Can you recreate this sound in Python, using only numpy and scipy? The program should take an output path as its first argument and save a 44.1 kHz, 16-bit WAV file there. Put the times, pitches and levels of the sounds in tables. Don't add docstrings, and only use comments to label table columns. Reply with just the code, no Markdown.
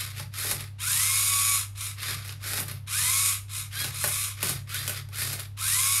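import sys
import numpy as np
from scipy import signal
from scipy.fft import rfft, irfft
from scipy.io import wavfile
from scipy.ndimage import uniform_filter1d

SR = 44100
rng = np.random.default_rng(int(sys.argv[2]) if len(sys.argv) > 2 else 0)


def dump(signal):
    limited = np.clip(np.atleast_2d(signal).T, -1, 1)
    pcm = np.round(limited * 32767).astype(np.int16)
    wavfile.write(sys.argv[1], SR, pcm)


N = 264583
T = np.arange(N) / SR


def from_db(db):
    return 10 ** (np.asarray(db) / 20)


def rms_one(x):
    return x / np.sqrt(np.mean(x ** 2) + 1e-20)


def steady(x):
    return x / np.sqrt(np.abs(uniform_filter1d(x ** 2, size=1100)) + 1e-12)


def cut(x, hz, kind, order=4):
    return signal.sosfilt(signal.butter(order, hz, kind, fs=SR, output="sos"), x + 1e-18)


def colour(x, spectrum, resonances=()):
    size = 8192
    hz = np.maximum(np.arange(size // 2 + 1) * SR / size, 1)
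    points = np.array(spectrum)
    db = np.interp(np.log(hz), np.log(points[:, 0]), points[:, 1])
    for centre, width, lift in resonances:
        db = db + lift / (1 + (2 * (hz - centre) / width) ** 2)
    cepstrum = irfft(np.log(from_db(db)))[:size // 2]
    response = irfft(np.exp(rfft(2 * cepstrum, size)))
    return signal.fftconvolve(x, response / np.linalg.norm(response))[:N]


def ring(x, hz, t60):
    r = from_db(-60 / (t60 * SR))
    w = 2 * np.pi * hz / SR
    return signal.lfilter([0, np.sin(w)], [1, -2 * r * np.cos(w), r * r], x + 1e-18)


def drift(hz):
    knots = rng.standard_normal(int(N / SR * 2 * hz) + 2)
    return rms_one(np.interp(T * 2 * hz, np.arange(len(knots)), knots))


def clicks(times, sizes):
    at = np.clip(np.asarray(times) * SR, 0, N - 2)
    whole = at.astype(int)
    before = np.bincount(whole, sizes * (1 - at + whole), N)
    return before + np.bincount(whole + 1, sizes * (at - whole), N)


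def taps(per_s, spread_db):
    struck = rng.random(N) < per_s / SR
    return struck * rng.choice([-1, 1], N) * from_db(spread_db * rng.standard_normal(N))


def room(x, wet_db):
    t60_s = 0.26
    age = T[:SR // 2]
    tail = rng.standard_normal(len(age)) * from_db(-60 * age / t60_s) * (age > .002)
    return x + from_db(wet_db) * signal.fftconvolve(x, tail / np.linalg.norm(tail))[:N]


# pitch_hz [Hz], level_db [dB rms]
HUM_TONES = [(99.7, -40.5), (45.5, -59.5)]
# frequency_hz [Hz], density_db [relative dB per Hz]
RUMBLE_SPECTRUM = [(20, -27), (34, -11), (45, -7), (58, -6), (80, 0.5), (120, -8.5), (200, -18.5),
                   (400, -29), (1000, -29), (4000, -35.5), (15000, -59)]


def background():
    hum = sum(from_db(db) * np.sqrt(2) * np.sin(2 * np.pi * hz * T) for hz, db in HUM_TONES)
    rumble_db = -53
    return hum + from_db(rumble_db) * rms_one(colour(rng.standard_normal(N), RUMBLE_SPECTRUM))


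def table_boom(hz, t60, turn_lag_s, swing_lag_s, width_s, tremble_db):
    jolts = [(move[0] + turn_lag_s, move[-1]) for move in TURN_MOVES]
    jolts += [(move[0] + move[1] + swing_lag_s, move[-1]) for move in SWING_MOVES]
    power = from_db(tremble_db) ** 2
    for s, db in jolts:
        power = power + from_db(db) ** 2 / (1 + ((T - s) / width_s) ** 2) ** 2
    boom = cut(ring(rng.standard_normal(N), hz, t60), [60, 165], "band", order=3)
    return np.sqrt(power) * steady(boom)


def tumbling(landing, rolling, fall_db_per_s):
    rise_db = 16.5 * (np.maximum(landing - T, 0) / rolling) ** 2
    return from_db(-rise_db - fall_db_per_s * np.maximum(T - landing, 0))


# landing_s [s], rolling_s [s], clatter_db [dB],
# ticking_db [dB before colouring]
CUBE_ROLLS = [(.52, 0.092, -48, -38), (2.12, 0.046, -52.5, -46), (2.58, 0.15, -49, -41.5),
              (3.86, 0.028, -50.5, -37), (4.494, 0.072, -45, -28.5), (4.89, 0.11, -53.5, -51),
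              (5.33, 0.15, -49.5, -39.5)]
# frequency_hz [Hz], density_db [relative dB per Hz]
KNOCK_SPECTRUM = [(88, -24.5), (150, -17.5), (258, -15), (948, -16), (1340, -10.5), (1510, -3),
                  (1630, -8.5), (5330, -3.5), (7710, -4), (11100, -3.5), (15500, -17.5)]


def clatter(shaking, per_s, spread_db):
    power = shaking ** 2
    for s, rolling, db, _ in CUBE_ROLLS:
        power = power + (from_db(db) * tumbling(s, rolling, fall_db_per_s=133)) ** 2
    jostling = cut(colour(taps(per_s, spread_db), KNOCK_SPECTRUM), [190, 800], "band", order=3)
    return np.sqrt(power) * rms_one(jostling)


def ticking(per_s, spread_db):
    gain = sum(from_db(db) * tumbling(s, rolling, fall_db_per_s=500) for s, rolling, _, db in CUBE_ROLLS)
    return colour(gain * rms_one(taps(per_s, spread_db)), KNOCK_SPECTRUM, HOUSING_MODES)


# start_s [s], crack_db, thud_db [relative dB],
# thud_pitch_hz [Hz], snap_db [relative dB]
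BLOWS = [ (.172, -22, -55, 400, -33), (.198, -20, -41, 680, -27), (.446, -29, -37, 400, -25),
         (.512, -17, -30.5, 398.5, -14.5), (.607, -24, -43, 300, -25.5), (2.086, -21, -39.5, 350, -40),
         (2.113, -34, -48, 400, -37), (2.249, -26, -56, 400, -32), (2.277, -24, -51, 400, -31),
         (2.293, -19.5, -48, 499.3, -38), (2.44, -18, -51, 399, -28), (2.534, -13, -37, 450, -19),
         (2.581, -16, -36.5, 399, -33), (2.602, -18, -34, 400, -15), (2.683, -24, -44, 300, -23.5),
         (2.713, -22, -41, 300, -25.5), (3.844, -12, -34, 500, -20), (4.04, -12, -27, 770, -12),
         (4.045, -9.5, -45, 760, -22), (4.076, -30, -37, 496.4, -14), (4.429, -7.5, -28, 350, -11),
         (4.445, -19, -38, 402, -21), (4.471, -17, -39, 400.2, -19), (4.494, -20, -35, 400.4, -15),
         (4.744, -13, -58, 400.5, -17.5), (4.878, -9, -40, 450, -13), (4.895, -16, -37.5, 504, -15.5),
         (4.964, -21.5, -44, 400, -32), (5.088, -33, -51, 399.6, -40), (5.185, -22, -60, 399.8, -24),
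         (5.218, -17, -40, 399.4, -20), (5.331, -19, -36, 350, -18), (5.396, -18, -53, 399, -23)]
# pitch_hz [Hz], level_db [relative dB], t60_s [s]
FRAME_MODES = [(134, -11, 0.3), (181, -10.5, 0.13), (217, -9, .08), (278, -13.5, 0.05), (346, -8.5, 0.065),
               (419.1, -11.5, 0.072), (490, -7.5, 0.031), (592, -8, 0.074), (773, -9, 0.076),
               (853, -6.5, 0.082), (1128, 0, 0.04), (1475, -1, 0.048), (1810, 6, 0.025), (2660, -5, 0.026),
               (3340, -19, 0.021)]


def knocks(crack_db, snap_db, thud_db, chatter_s, chatter, off_pitch_db):
    crack, snap = np.zeros((2, N))
    age = T[:SR // 20]
    for s, peak, _, _, high in BLOWS:
        blow = chatter * rng.standard_normal(len(age)) * np.exp(-age / chatter_s)
        blow[0] = 1
        span = slice(int(s * SR), int(s * SR) + len(age))
        crack[span] += from_db(peak + crack_db) * blow
        snap[span] += from_db(high + snap_db) * blow
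    out = cut(colour(crack, KNOCK_SPECTRUM, HOUSING_MODES), 4960, "low", order=2)
    out = out + cut(colour(snap, KNOCK_SPECTRUM, HOUSING_MODES), 8900, "high", order=2)
    s, _, low, pitch, _ = np.transpose(BLOWS)
    for k, (hz, db, t60) in enumerate(FRAME_MODES):
        strength = low + thud_db + db - off_pitch_db * np.abs(np.log2(hz / pitch))
        strength = strength + 3 * rng.standard_normal(len(s))
        out = out + ring(clicks(s, from_db(strength)), hz, t60) * (-1) ** k
    return out


def drive(moves, slowest_hz, take_up_s, rattle_power, growl_power, whine_fade):
    controls = np.zeros((4, N))
    for start, driven, braking, spin_up, peak_hz, rattle, growl, whine, _ in moves:
        moving = (T > start) & (T < start + driven + braking)
        age = T[moving] - start
        powered = np.minimum(age, driven)
        coast = np.clip(1 - (age - driven) / braking, 0, 1)
        speed = np.tanh(powered / spin_up) / np.tanh(driven / spin_up) * (1 - (1 - coast) ** 2)
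        effort = np.tanh(powered / take_up_s) / np.tanh(driven / take_up_s) * coast
        move = [(peak_hz - slowest_hz) * speed,
                from_db(rattle) * effort ** rattle_power,
                from_db(growl) * effort ** growl_power,
                from_db(whine) * effort ** growl_power * coast ** whine_fade]
        controls[:, moving] = np.maximum(controls[:, moving], move)
    return slowest_hz + controls[0], *controls[1:]


def gear_teeth(turns, play, count=150):
    place, strength = rng.random(count), rng.standard_normal(count)
    when = np.arange(int(turns[-1]) + 1)[:, None] + place
    sizes = strength + play * rng.standard_normal(when.shape)
    within = when < turns[-1]
    return clicks(np.interp(when[within], turns, T), sizes[within])


# centre_hz [Hz], width_hz [Hz], lift_db [dB when struck]
HOUSING_MODES = [(1135, 33, 1.5), (1282, 140, 3.5), (2224, 37, 2), (2546, 320, 3.5), (3760, 160, 3.5),
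                 (4176, 60, 7), (4840, 43, 6), (5340, 150, 2), (6910, 150, 3.5), (7700, 154, -1),
                 (8600, 116, 1.5), (8740, 140, 5.5), (9200, 350, -0.5), (10450, 66, 8), (11530, 900, 4.5)]


def mesh_tones(turns, rate, whine, load_roughness, shake_hz, resonance):
    acceleration = uniform_filter1d(np.gradient(rate) * SR, size=1300)
    load = np.clip(acceleration / 200, 0, 1)
    loss_db_per_octave = 2.5
    out = 0
    for order, db, rough in whine:
        order = np.round(order)
        share = np.clip(rough + load_roughness * load, 0, 1)
        smear_hz = shake_hz * order / 20
        smear = drift(smear_hz) + 1j * drift(smear_hz)
        height = np.sqrt(1 - share) + np.sqrt(share / 2) * smear
        tone_hz = order * rate[::64]
        lift = sum(peak / (1 + (2 * (tone_hz - hz) / width) ** 2) for hz, width, peak in HOUSING_MODES)
        tone = np.real(height * np.exp(2j * np.pi * (order * turns + rng.random())))
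        tone = tone * from_db(-loss_db_per_octave * load * np.abs(np.log2(order / 20)))
        out = out + tone * from_db(db + resonance * np.interp(T, T[::64], lift))
    return out


def motor(controls, spectrum, whine, play, wobble, flutter_db, rattle_throb_db, growl_throb_db,
          load_roughness, shake_hz):
    rate, rattle, growl, singing = controls
    turns = np.cumsum(rate * (1 + wobble * drift(35))) / SR
    teeth = colour(gear_teeth(turns, play), spectrum, HOUSING_MODES)
    throb = np.sin(2 * np.pi * .28 * turns)
    high = rattle * from_db(rattle_throb_db * throb) * steady(cut(teeth, 5430, "high"))
    low = growl * from_db(growl_throb_db * throb) * steady(cut(teeth, 4600, "low"))
    gears = (high + low) * from_db(flutter_db * drift(60))
    tones = singing * mesh_tones(turns, rate, whine, load_roughness, shake_hz, resonance=0.99)
    return cut(np.array([gears, tones]), 1021, "high", order=14)


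# start_s, driven_s, braking_s, spin_up_s [s],
# peak_speed_hz [rotor turns per s], rattle_db, growl_db, whine_db, table_boom_db [dB]
SWING_MOVES = [ (-.103, 0.12, 0.2, 0.096, 77.4, -37, -38, -39, -47.5),
               (.113, 0.077, 0.11, .1, 66.1, -43, -42, -44, -41),
               (.31, .2, 0.13, .12, 93.8, -33, -37, -38, -42.5),
               (.568, .029, 0.13, .1, 60.7, -48, -41.5, -46, -48),
               (1.95, 0.16, 0.2, .1, 82.76, -37, -36, -36.5, -42.5),
               (2.191, 0.11, 0.11, .1, 56.9, -46, -45.5, -53, -48),
               (2.387, 0.21, 0.085, .14, 98.9, -35, -37.5, -43, -43.5),
               (2.639, 0.049, 0.14, 0.081, 62.9, -49, -42.5, -49, -40.5),
               (3.692, 0.14, 0.15, .055, 83.3, -33.5, -37, -32, -40),
               (4.343, .157, .156, 0.096, 75.9, -40, -39, -40.5, -36.5),
               (4.657, 0.13, 0.33, .11, 80.86, -36.5, -38.5, -34.5, -42.5),
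               (4.845, 0.13, 0.085, .1, 63, -43.5, -40.5, -43, -43),
               (5.102, 0.14, .25, .08, 92, -33, -36.5, -36.5, -39.5),
               (5.378, .018, 0.1, 0.097, 64.2, -39.5, -40, -43, -50.5)]
# order [multiple of rotor speed, rounded when played], level_db [relative dB], roughness [0-1]
ARM_TONES = [(20, -7.5, 0.37), (23, -14.5, 0.55), (27, -18, 0.73), (40, -7, .4), (45, -9.5, .35),
             (50, -7.5, 0.36), (59, -10.5, 0.54)]
# frequency_hz [Hz], density_db [relative dB per Hz]
ARM_SPECTRUM = [(410, -52), (700, -8), (955, -11), (1250, -5.5), (1470, -6), (2130, -2.5), (2870, -10.5),
                (3730, -5), (3970, -8), (4890, -3), (6260, -5), (11500, 4.5), (15500, -12)]


def arm_motor():
    controls = drive(SWING_MOVES, slowest_hz=43.85, take_up_s=0.07, rattle_power=2.47, growl_power=1.55,
                     whine_fade=4.6)
    gears, whine = motor(controls, ARM_SPECTRUM, ARM_TONES, play=1.9, wobble=0.005, flutter_db=1.73,
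                         rattle_throb_db=0.9, growl_throb_db=0.45, load_roughness=0.53, shake_hz=24)
    return gears, whine, controls[2]


# start_s, driven_s, braking_s, spin_up_s [s], peak_speed_hz [rotor turns per s],
# rattle_db, growl_db, whine_db, table_boom_db [dB]
TURN_MOVES = [ (.781, .778, .11, .21, 113.4, -26.9, -35.8, -34, -45),
              (1.745, .11, .1, .12, 71, -35.1, -40.5, -49, -55),
              (2.863, .43, .115, .185, 113.1, -26.7, -35.5, -34.5, -47),
              (3.477, .11, .098, .12, 69, -34.7, -41.2, -50, -50),
              (3.905, .334, .125, .18, 117, -32, -38.8, -44, -42),
              (5.565, .42, .1, .18, 112.8, -26.5, -35.6, -34.5, -47)]
# order [multiple of rotor speed, rounded when played], level_db [relative dB], roughness [0-1]
TURNTABLE_TONES = [(10, -4.8, .13), (20, -3.5, .13), (22, -10.5, 0.55), (31, -9, 1), (33, -12.5, .5),
                   (40, -12, 0.7), (43, -11, 0.6), (46, -7.5, 0.22), (49, -11, .6), (60, -8, .25),
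                   (61, -4, .25), (74, -8.5, .4), (77.4, -5.5, 0.3), (90, -15, 0.41), (91, -10.5, .4)]
# frequency_hz [Hz], density_db [relative dB per Hz]
TURNTABLE_SPECTRUM = [(410, -88), (700, -15), (955, -7.5), (1100, -8.5), (1190, -8.5), (1920, -14),
                      (2190, -4.5), (2870, -11), (3770, -6), (4520, -12.5), (5220, -6.5), (5860, -7),
                      (10400, 2), (14500, -11), (15500, -19)]


def turntable_motor():
    controls = drive(TURN_MOVES, slowest_hz=44.1, take_up_s=0.087, rattle_power=1.48, growl_power=0.81,
                     whine_fade=2.6)
    gears, whine = motor(controls, TURNTABLE_SPECTRUM, TURNTABLE_TONES, play=2.1, wobble=0.00071,
                         flutter_db=0.8, rattle_throb_db=0.6, growl_throb_db=1.5, load_roughness=0.75,
                         shake_hz=33)
    return gears, whine, controls[2]


def scene():
    table_gears, table_whine, table_growl = turntable_motor()
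    arm_gears, arm_whine, arm_growl = arm_motor()
    blows = knocks(crack_db=4.0, snap_db=10.0, thud_db=2.5, chatter_s=0.004, chatter=0.21, off_pitch_db=7.0)
    blows = blows + ticking(per_s=500, spread_db=3)
    shaking = from_db(-23.5) * table_growl + from_db(-17.5) * arm_growl
    loose = clatter(shaking, per_s=450, spread_db=1.5)
    boom = table_boom(hz=134.5, t60=0.42, turn_lag_s=0.16, swing_lag_s=0.049, width_s=0.067, tremble_db=-61)
    turntable = room(table_gears, wet_db=-5) + room(table_whine, wet_db=-8)
    arm = room(arm_gears + arm_whine, wet_db=-9.5)
    mono = turntable + arm + room(blows, wet_db=-1.5) + loose + boom + background()
    return np.array([mono, mono])


def record(dry):
    return signal.sosfiltfilt(signal.ellip(10, .05, 70, 15600, fs=SR, output="sos"), dry)


dry = scene()
out = record(dry)
dump(out)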